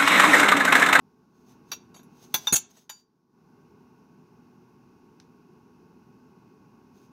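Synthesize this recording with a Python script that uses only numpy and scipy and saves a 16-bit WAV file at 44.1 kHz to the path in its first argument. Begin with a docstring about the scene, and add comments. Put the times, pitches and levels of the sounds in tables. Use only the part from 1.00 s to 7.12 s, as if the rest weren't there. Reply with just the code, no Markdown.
"""A fan-like hum and thin hiss fill a garage. Close to a small microphone, a welded steel exhaust pipe is
turned over on the concrete floor: its flanges tap, clank, skid briefly and clink once more as it is lifted.
Every contact rings the same modes, favouring two of them; a skid adds a squeal. The pipe rubs softly as it
shifts, a faint high haze follows the last clink, one tiny tick comes later, and the walls answer faintly."""
import sys
import numpy as np
from scipy import signal
from scipy.fft import rfft, irfft, next_fast_len
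from scipy.io import wavfile
from scipy.ndimage import map_coordinates

SR = 44100
rng = np.random.default_rng(int(sys.argv[2]) if len(sys.argv) > 2 else 0)


def persist_wave(psi):
    """Save psi, clipped to +-1, as 16-bit WAV."""
    counts = np.round(np.clip(psi, -1, 1) * 32767).astype(np.int16)
    wavfile.write(sys.argv[1], SR, np.atleast_2d(counts).T)


N = 269878


def amp(db):
    """Decibels to gain."""
    return 10 ** (np.asarray(db) / 20)


def unit(x):
    """x at rms 1."""
    return x / np.sqrt(np.mean(x ** 2) + 1e-20)


def along(points, hz):
    """(frequency, value) points read on a log axis."""
    freqs, values = np.transpose(points)
    return np.interp(np.log(hz + 1), np.log(freqs + 1), values)


def wobble(rate, size=N):
    """A smooth random curve, rate knots a second."""
    knots = rng.standard_normal(int(size * rate / SR) + 4)
    return map_coordinates(knots, [np.arange(size) * rate / SR])


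def filtered(x, response):
    """x shaped by a gain that depends on frequency."""
    size = next_fast_len(len(x) + 8192)
    return irfft(rfft(x, size) * response(np.fft.rfftfreq(size, 1 / SR)), size)[:len(x)]


def noise(colour):
    """Noise of rms 1 with a (frequency [Hz], level [dB]) spectrum."""
    return unit(filtered(rng.standard_normal(N), lambda hz: amp(along(colour, hz))))


def dying(x, t60s, hold_s=0):
    """x dies away after hold_s, each frequency at its own speed."""
    hz, t, spectrum = signal.stft(x, SR, nperseg=256)
    fade = amp(-60 * np.maximum(t - hold_s, 0) / along(t60s, hz)[:, None])
    return signal.istft(spectrum * fade, SR, nperseg=256)[1][:len(x)]


def add(track, start_s, sound):
    """Mix a sound into the track."""
    part = track[round(start_s * SR):][:len(sound)]
    part += sound[:len(part)]


# rise and fall of the room tone: (time [s], level [dB])
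ROOM_TONE_LEVEL = [(0, -58), (0.32, -58.5), (0.52, -52.5), (1.42, -52), (1.75, -61), (2.05, -67.5),
                   (2.28, -66.5), (2.39, -57.5), (2.6, -53.5), (6.12, -53)]
# tones in the hum: (frequency [Hz], relative level [dB])
HUM_TONES = [(122, -21), (163, -16.5), (204, -16.5), (247, -10), (362, -15.5), (1102, -18.5)]
# spectra of the low hum, the moving air and the hiss: (frequency [Hz], relative level [dB])
HUM_SPECTRUM = [(20, -26), (40, -20.5), (65, -15), (100, -10.5), (160, -2), (240, -2), (300, -7), (430, -6),
                (500, -21), (620, -25.5), (900, -60.5)]
AIRFLOW_SPECTRUM = [(350, -40.5), (560, -14.5), (700, -6), (880, 2.5), (1030, -3), (1150, -4.5),
                    (1280, -11.5), (1490, -4), (1700, -18.5), (1950, -24.5), (2130, -15.5), (2320, -23.5),
                    (2500, -11), (2850, -17), (3150, -28), (4500, -61.5)]
HISS_SPECTRUM = [(400, -27), (1500, -2.5), (3200, -7), (4300, -3.5), (4950, -1.5), (5600, 0), (6850, -5),
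                 (7200, -14.5), (9500, -14), (12000, -10.5), (16000, -12.5)]


def room_tone(hum_db=-2.5, airflow_db=-12, hiss_db=-24, hiss_follow=0.79, dulling=0.72, drift_rad=0.3434):
    """All around the microphone: hum, wavering tones, airflow and hiss, sinking after the clanks a while."""
    t = np.arange(N) / SR
    level_db = np.interp(t, *np.transpose(ROOM_TONE_LEVEL))
    usual_db = np.median(level_db)
    change_db = level_db - usual_db
    tones = sum(amp(db) * np.sqrt(2) * np.sin(2 * np.pi * hz * t + drift_rad * wobble(11))
                for hz, db in HUM_TONES)
    # the airflow grows duller as it sinks
    airflow = noise(AIRFLOW_SPECTRUM)
    dull = filtered(airflow, lambda hz: 1 / (1 + (hz / 1800) ** 12))
    airflow = dull + amp(dulling * change_db) * (airflow - dull)
    hum = amp(hum_db) * noise(HUM_SPECTRUM) + amp(airflow_db) * airflow + tones
    # the hiss sinks less than the hum
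    hiss = amp(hiss_db + usual_db + hiss_follow * change_db) * noise(HISS_SPECTRUM)
    return amp(level_db - 2) * hum + hiss


# reverberation of the garage: (frequency [Hz], t60 [s])
GARAGE_DECAY = [(150, .28), (1000, 0.35), (6000, 0.26), (14000, 0.05)]


def garage(x):
    """The short diffuse answer of the walls, reaching the microphone 10 ms after the direct sound."""
    tail = np.pad(dying(rng.standard_normal(SR // 2), GARAGE_DECAY), (SR // 100, 0))
    return signal.fftconvolve(x, tail / np.linalg.norm(tail))[:N]


# one small dry tick: (time [s], level [dB], t60 [s])
TICK_EVENT = (4.2003, -49.5, 0.015)
# its spectrum: (frequency [Hz], relative level [dB])
TICK_SPECTRUM = [(600, -17), (1700, -2), (4000, 1), (6000, 2), (7500, -15), (10500, -17), (15000, -29)]


def tick(tail_db=-15, tail_t60=0.16):
    """A tiny click close by while the pipe is held still, scattered briefly by nearby surfaces."""
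    start_s, db, t60 = TICK_EVENT
    t = np.arange(N) / SR - start_s
    fade = amp(-60 * np.abs(t) / t60) + amp(tail_db - 60 * np.abs(t) / tail_t60)
    return (t > 0) * amp(db) * fade * noise(TICK_SPECTRUM)


# soft rubs and, at 1.983 s, a faint, brief high haze just after the last clink:
# (middle time [s], half length [s], level [dB])
SWISHES = [(0.4, 0.076, -77.5), (0.508, 0.036, -66.5), (0.71, 0.035, -66.5), (1.217, 0.084, -66.5),
           (1.24, 0.02, -60), (1.439, 0.085, -54), (1.71, 0.011, -64), (1.779, 0.059, -64),
           (1.983, 0.04, -71), (5.974, 0.031, -71.5), (6.04, .035, -72.5)]
# their spectrum: (frequency [Hz], relative level [dB])
SWISH_SPECTRUM = [(200, -29.5), (700, 5), (1800, -7), (4000, -2), (6400, -2.5), (7800, -10), (12000, -8.5),
                  (16000, -7)]


def swishes(grain_db=1.5, sing_db=-7, note_hz=6465, second_hz=6170, slip_s=0.001):
    """Short grainy swishes close by, mostly the pipe rubbing as it shifts; the steel sings faintly along."""
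    t = np.arange(N) / SR
    swell = sum(amp(db) * np.exp(-((t - middle_s) / half_s) ** 2) for middle_s, half_s, db in SWISHES)
    swish = swell * unit(noise(SWISH_SPECTRUM) * amp(grain_db * wobble(500)))
    # the hand that rubs also damps the ring
    steel = ring(t[:SR // 4], note_hz, second_hz, slip_s, damping=4)
    singing = signal.fftconvolve(swish, steel / np.linalg.norm(steel))[:N]
    return swish + amp(sing_db) * singing


def squeal(hz, skid_s, centre_hz=8460, width_octaves=0.48, build_s=0.0014):
    """A skid drives one treble band, harder the longer it lasts: 0-1 at each frequency."""
    band = np.exp(-(np.log2((hz + 1) / centre_hz) / width_octaves) ** 2)
    return (1 - np.exp(-skid_s / build_s)) * band


def thud(t, low_burst, thud_db, t60=0.07, deepest_hz=44.7, lightest_hz=260, db_per_octave=8.5):
    """The low part of an impact on the floor: a heavier blow reaches deeper into the bass."""
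    cutoff_hz = min(deepest_hz * 2 ** (-thud_db / db_per_octave), lightest_hz)
    return filtered(low_burst, lambda hz: hz ** 2 / (hz ** 2 + cutoff_hz ** 2)) * amp(-60 * t / t60)


# spectrum common to all clacks: (frequency [Hz], relative level [dB])
CLACK_SPECTRUM = [(30, -21.5), (70, -8.5), (125, 6), (185, 2), (290, -5), (400, 2), (540, -4.5), (900, 1.5),
                  (1550, -1), (1900, -5), (2500, 0), (3200, 1.5), (3800, 7), (5100, -6.5), (6100, 1),
                  (7700, -17), (9000, -12), (12500, -2), (15500, -3.5)]
# decay of a clack: (frequency [Hz], t60 [s])
CLACK_DECAY = [(150, 0.056), (1000, 0.064), (4000, 0.082), (7000, 0.066), (14000, .08)]


def clack(t, skid_s, hold_s, clack_db, tilt_db, thud_db, squeal_db=12.5, grit_db=3.5, ripple_db=6,
          thud_hz=200, bright_hz=1100, pivot_hz=3200):
    """Steel on concrete: a dense, gritty, quickly dying burst, brighter from a sharp edge, over a thud."""
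    def response(hz):
        octaves = np.log2(np.maximum(hz, bright_hz) / pivot_hz)
        bright_db = clack_db + tilt_db * octaves + squeal_db * squeal(hz, skid_s)
        thud_share = along([(thud_hz, 1), (bright_hz, 0)], hz)
        colour_db = along(CLACK_SPECTRUM, hz) + thud_share * thud_db + (1 - thud_share) * bright_db
        # countless short-lived resonances, some 130 Hz apart, ripple the spectrum
        ripple = map_coordinates(rng.standard_normal(SR // 260 + 4), [hz / 130])
        return amp(colour_db + ripple_db * ripple * np.minimum(hz / 2000, 1))

    burst = filtered(rng.standard_normal(len(t)), response)
    low = filtered(burst, lambda hz: 1 / (1 + (hz / 500) ** 4))
    grit = amp(grit_db * wobble(700, size=len(t)))
    # only the first impact thuds; the skid sustains the bright part alone
    return dying(burst - low, CLACK_DECAY, hold_s) * grit + thud(t, low, thud_db)


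# modes of the steel pipe: (frequency [Hz], relative level [dB], t60 before damping and late fade [s])
PIPE_MODES = [(858, -11, .12), (1029.6, -14, .16), (1420, -15, .14), (1630, -15, .14), (2273, -18.5, 0.11),
              (2694, -17.5, 0.15), (3100, -21, 0.099), (3597, -11, 0.12), (3780, -16, 0.075),
              (4573, -18, .15), (4684, -25, .36), (5780, -16.5, 0.24), (5943, -17.5, 0.27),
              (6170, -19.5, .14), (6465, -21.5, 0.16), (6656, -19, 0.15), (6703, -30.5, .17),
              (6962, -21.5, .21), (7226, -34, 0.26), (7487, -33.5, .18), (7938, -31.5, .14),
              (8130, -32, 0.099), (9099, -38.5, .15), (10214, -27, .1), (10830, -29.5, .21),
              (11450, -24, 0.12), (12006, -19.5, 0.13), (12134, -24, .14), (12600, -21.5, .1),
              (13400, -23.5, .07)]


def ring(t, note_hz, second_hz, skid_s, damping, hold_s=0, note_db=17, second_db=13, squeal_db=33,
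         waver_rad=0.24, twin_db=-9, split_hz=38, late_fade_s=0.0546):
    """The pipe's modes hold while the flange is down, then fade; the loose contact makes them waver."""
    mode_hz, mode_db, mode_t60 = np.transpose(PIPE_MODES)
    # the point that touches favours two modes, and a skid lifts those in its band
    nearest = lambda hz: np.arange(len(mode_hz)) == np.argmin(np.abs(mode_hz - hz))
    driven_db = mode_db + note_db * nearest(note_hz) + second_db * nearest(second_hz)
    driven_db += squeal_db * squeal(mode_hz, skid_s)
    out = np.zeros(len(t))
    free_s = np.maximum(t - hold_s, 0)
    for hz, db, t60 in zip(mode_hz, driven_db, mode_t60):
        phase = 2 * np.pi * (hz * t + rng.random()) + waver_rad * wobble(220, size=len(t))
        # the tube is not quite round: each mode beats against a weaker twin
        twin = phase + 2 * np.pi * (split_hz * rng.standard_normal() * t + rng.random())
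        out += amp(db - 60 * damping * free_s / t60) * (np.sin(phase) + amp(twin_db) * np.sin(twin))
    # the late ring fades faster and faster
    return out * amp(-(free_s / late_fade_s) ** 2)


# flanges meeting the floor: (time [s], skid length [s], damping by floor and grip [x decay speed],
# ring gain [dB], main note [Hz], second note [Hz], clack gain [dB], clack tilt [dB/octave], thud gain [dB])
FLOOR_CONTACTS = [(0.716, 0.00023, 2.1, -28.5, 4573, 5780, -28.5, -2.5, -26),
                  (0.730, 0.00017, 1.5, -40, 6465, 2694, -38.5, -2.5, -28),
                  (0.942, 0.0011, 1, -54, 4573, 10830, -54, -7.5, -34.5),
                  (0.962, 0.00054, 0.77, -54, 6465, 11450, -56, -8.5, -31),
                  (0.993, 0.0001, 1.4, -55.5, 6465, 11450, -59.5, -9.5, -23),
                  (1.03, 0.00091, 1.7, -62, 10830, 11450, -74, 4, -57),
                  (1.3407, 0.000066, 1.37, -18, 6170, 12134, -17.5, 1, -13.5),
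                  (1.47, 0, 1.29, -21.5, 3597, 5943, -26.5, -4.5, -39.5),
                  (1.524, .018, 1.7, -33.5, 6656, 9099, -26.5, 0.04, -2.5),
                  (1.555, 0.0072, 2.3, -29.5, 6170, 7226, -28, 0.2, -29),
                  (1.767, 0.011, 1.4, -80, 6656, 7938, -62, -6, -33),
                  (1.8934, 0.00041, 0.97, -38.5, 4684, 6962, -36, -3.5, -54)]


def pipe(ring_rise_s=0.0022, clack_rise_s=0.0011, dwell_s=0.0015):
    """On the floor near the microphone: every contact clacks; the ring builds up a little more slowly."""
    out, t = np.zeros(N), np.arange(SR // 2) / SR
    onset = lambda rise_s: 1 - np.exp(-t / (rise_s + 1 / SR))
    for start_s, skid_s, damping, ring_db, note_hz, second_hz, clack_db, tilt_db, thud_db in FLOOR_CONTACTS:
        hold_s = dwell_s + skid_s  # even without a skid the flange stays down a moment
        steel = ring(t, note_hz, second_hz, skid_s, damping, hold_s)
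        impact = clack(t, skid_s, hold_s, clack_db, tilt_db, thud_db)
        add(out, start_s, amp(ring_db) * onset(ring_rise_s) * steel + onset(clack_rise_s) * impact)
    return out


def scene(walls_db=-22):
    """One listening spot: the pipe close by, the garage around it."""
    near = pipe() + swishes() + tick()
    return (near + amp(walls_db) * garage(near) + room_tone())[None]


def record(dry, low_hz=45, top_hz=15800):
    """A small mono microphone: thin in the deep bass, nothing above its band limit."""
    thin = signal.sosfilt(signal.butter(2, low_hz, "highpass", fs=SR, output="sos"), dry)
    return np.array([filtered(x, lambda hz: 1 / (1 + (hz / top_hz) ** 200)) for x in thin])


dry = scene()
out = record(dry)
persist_wave(out)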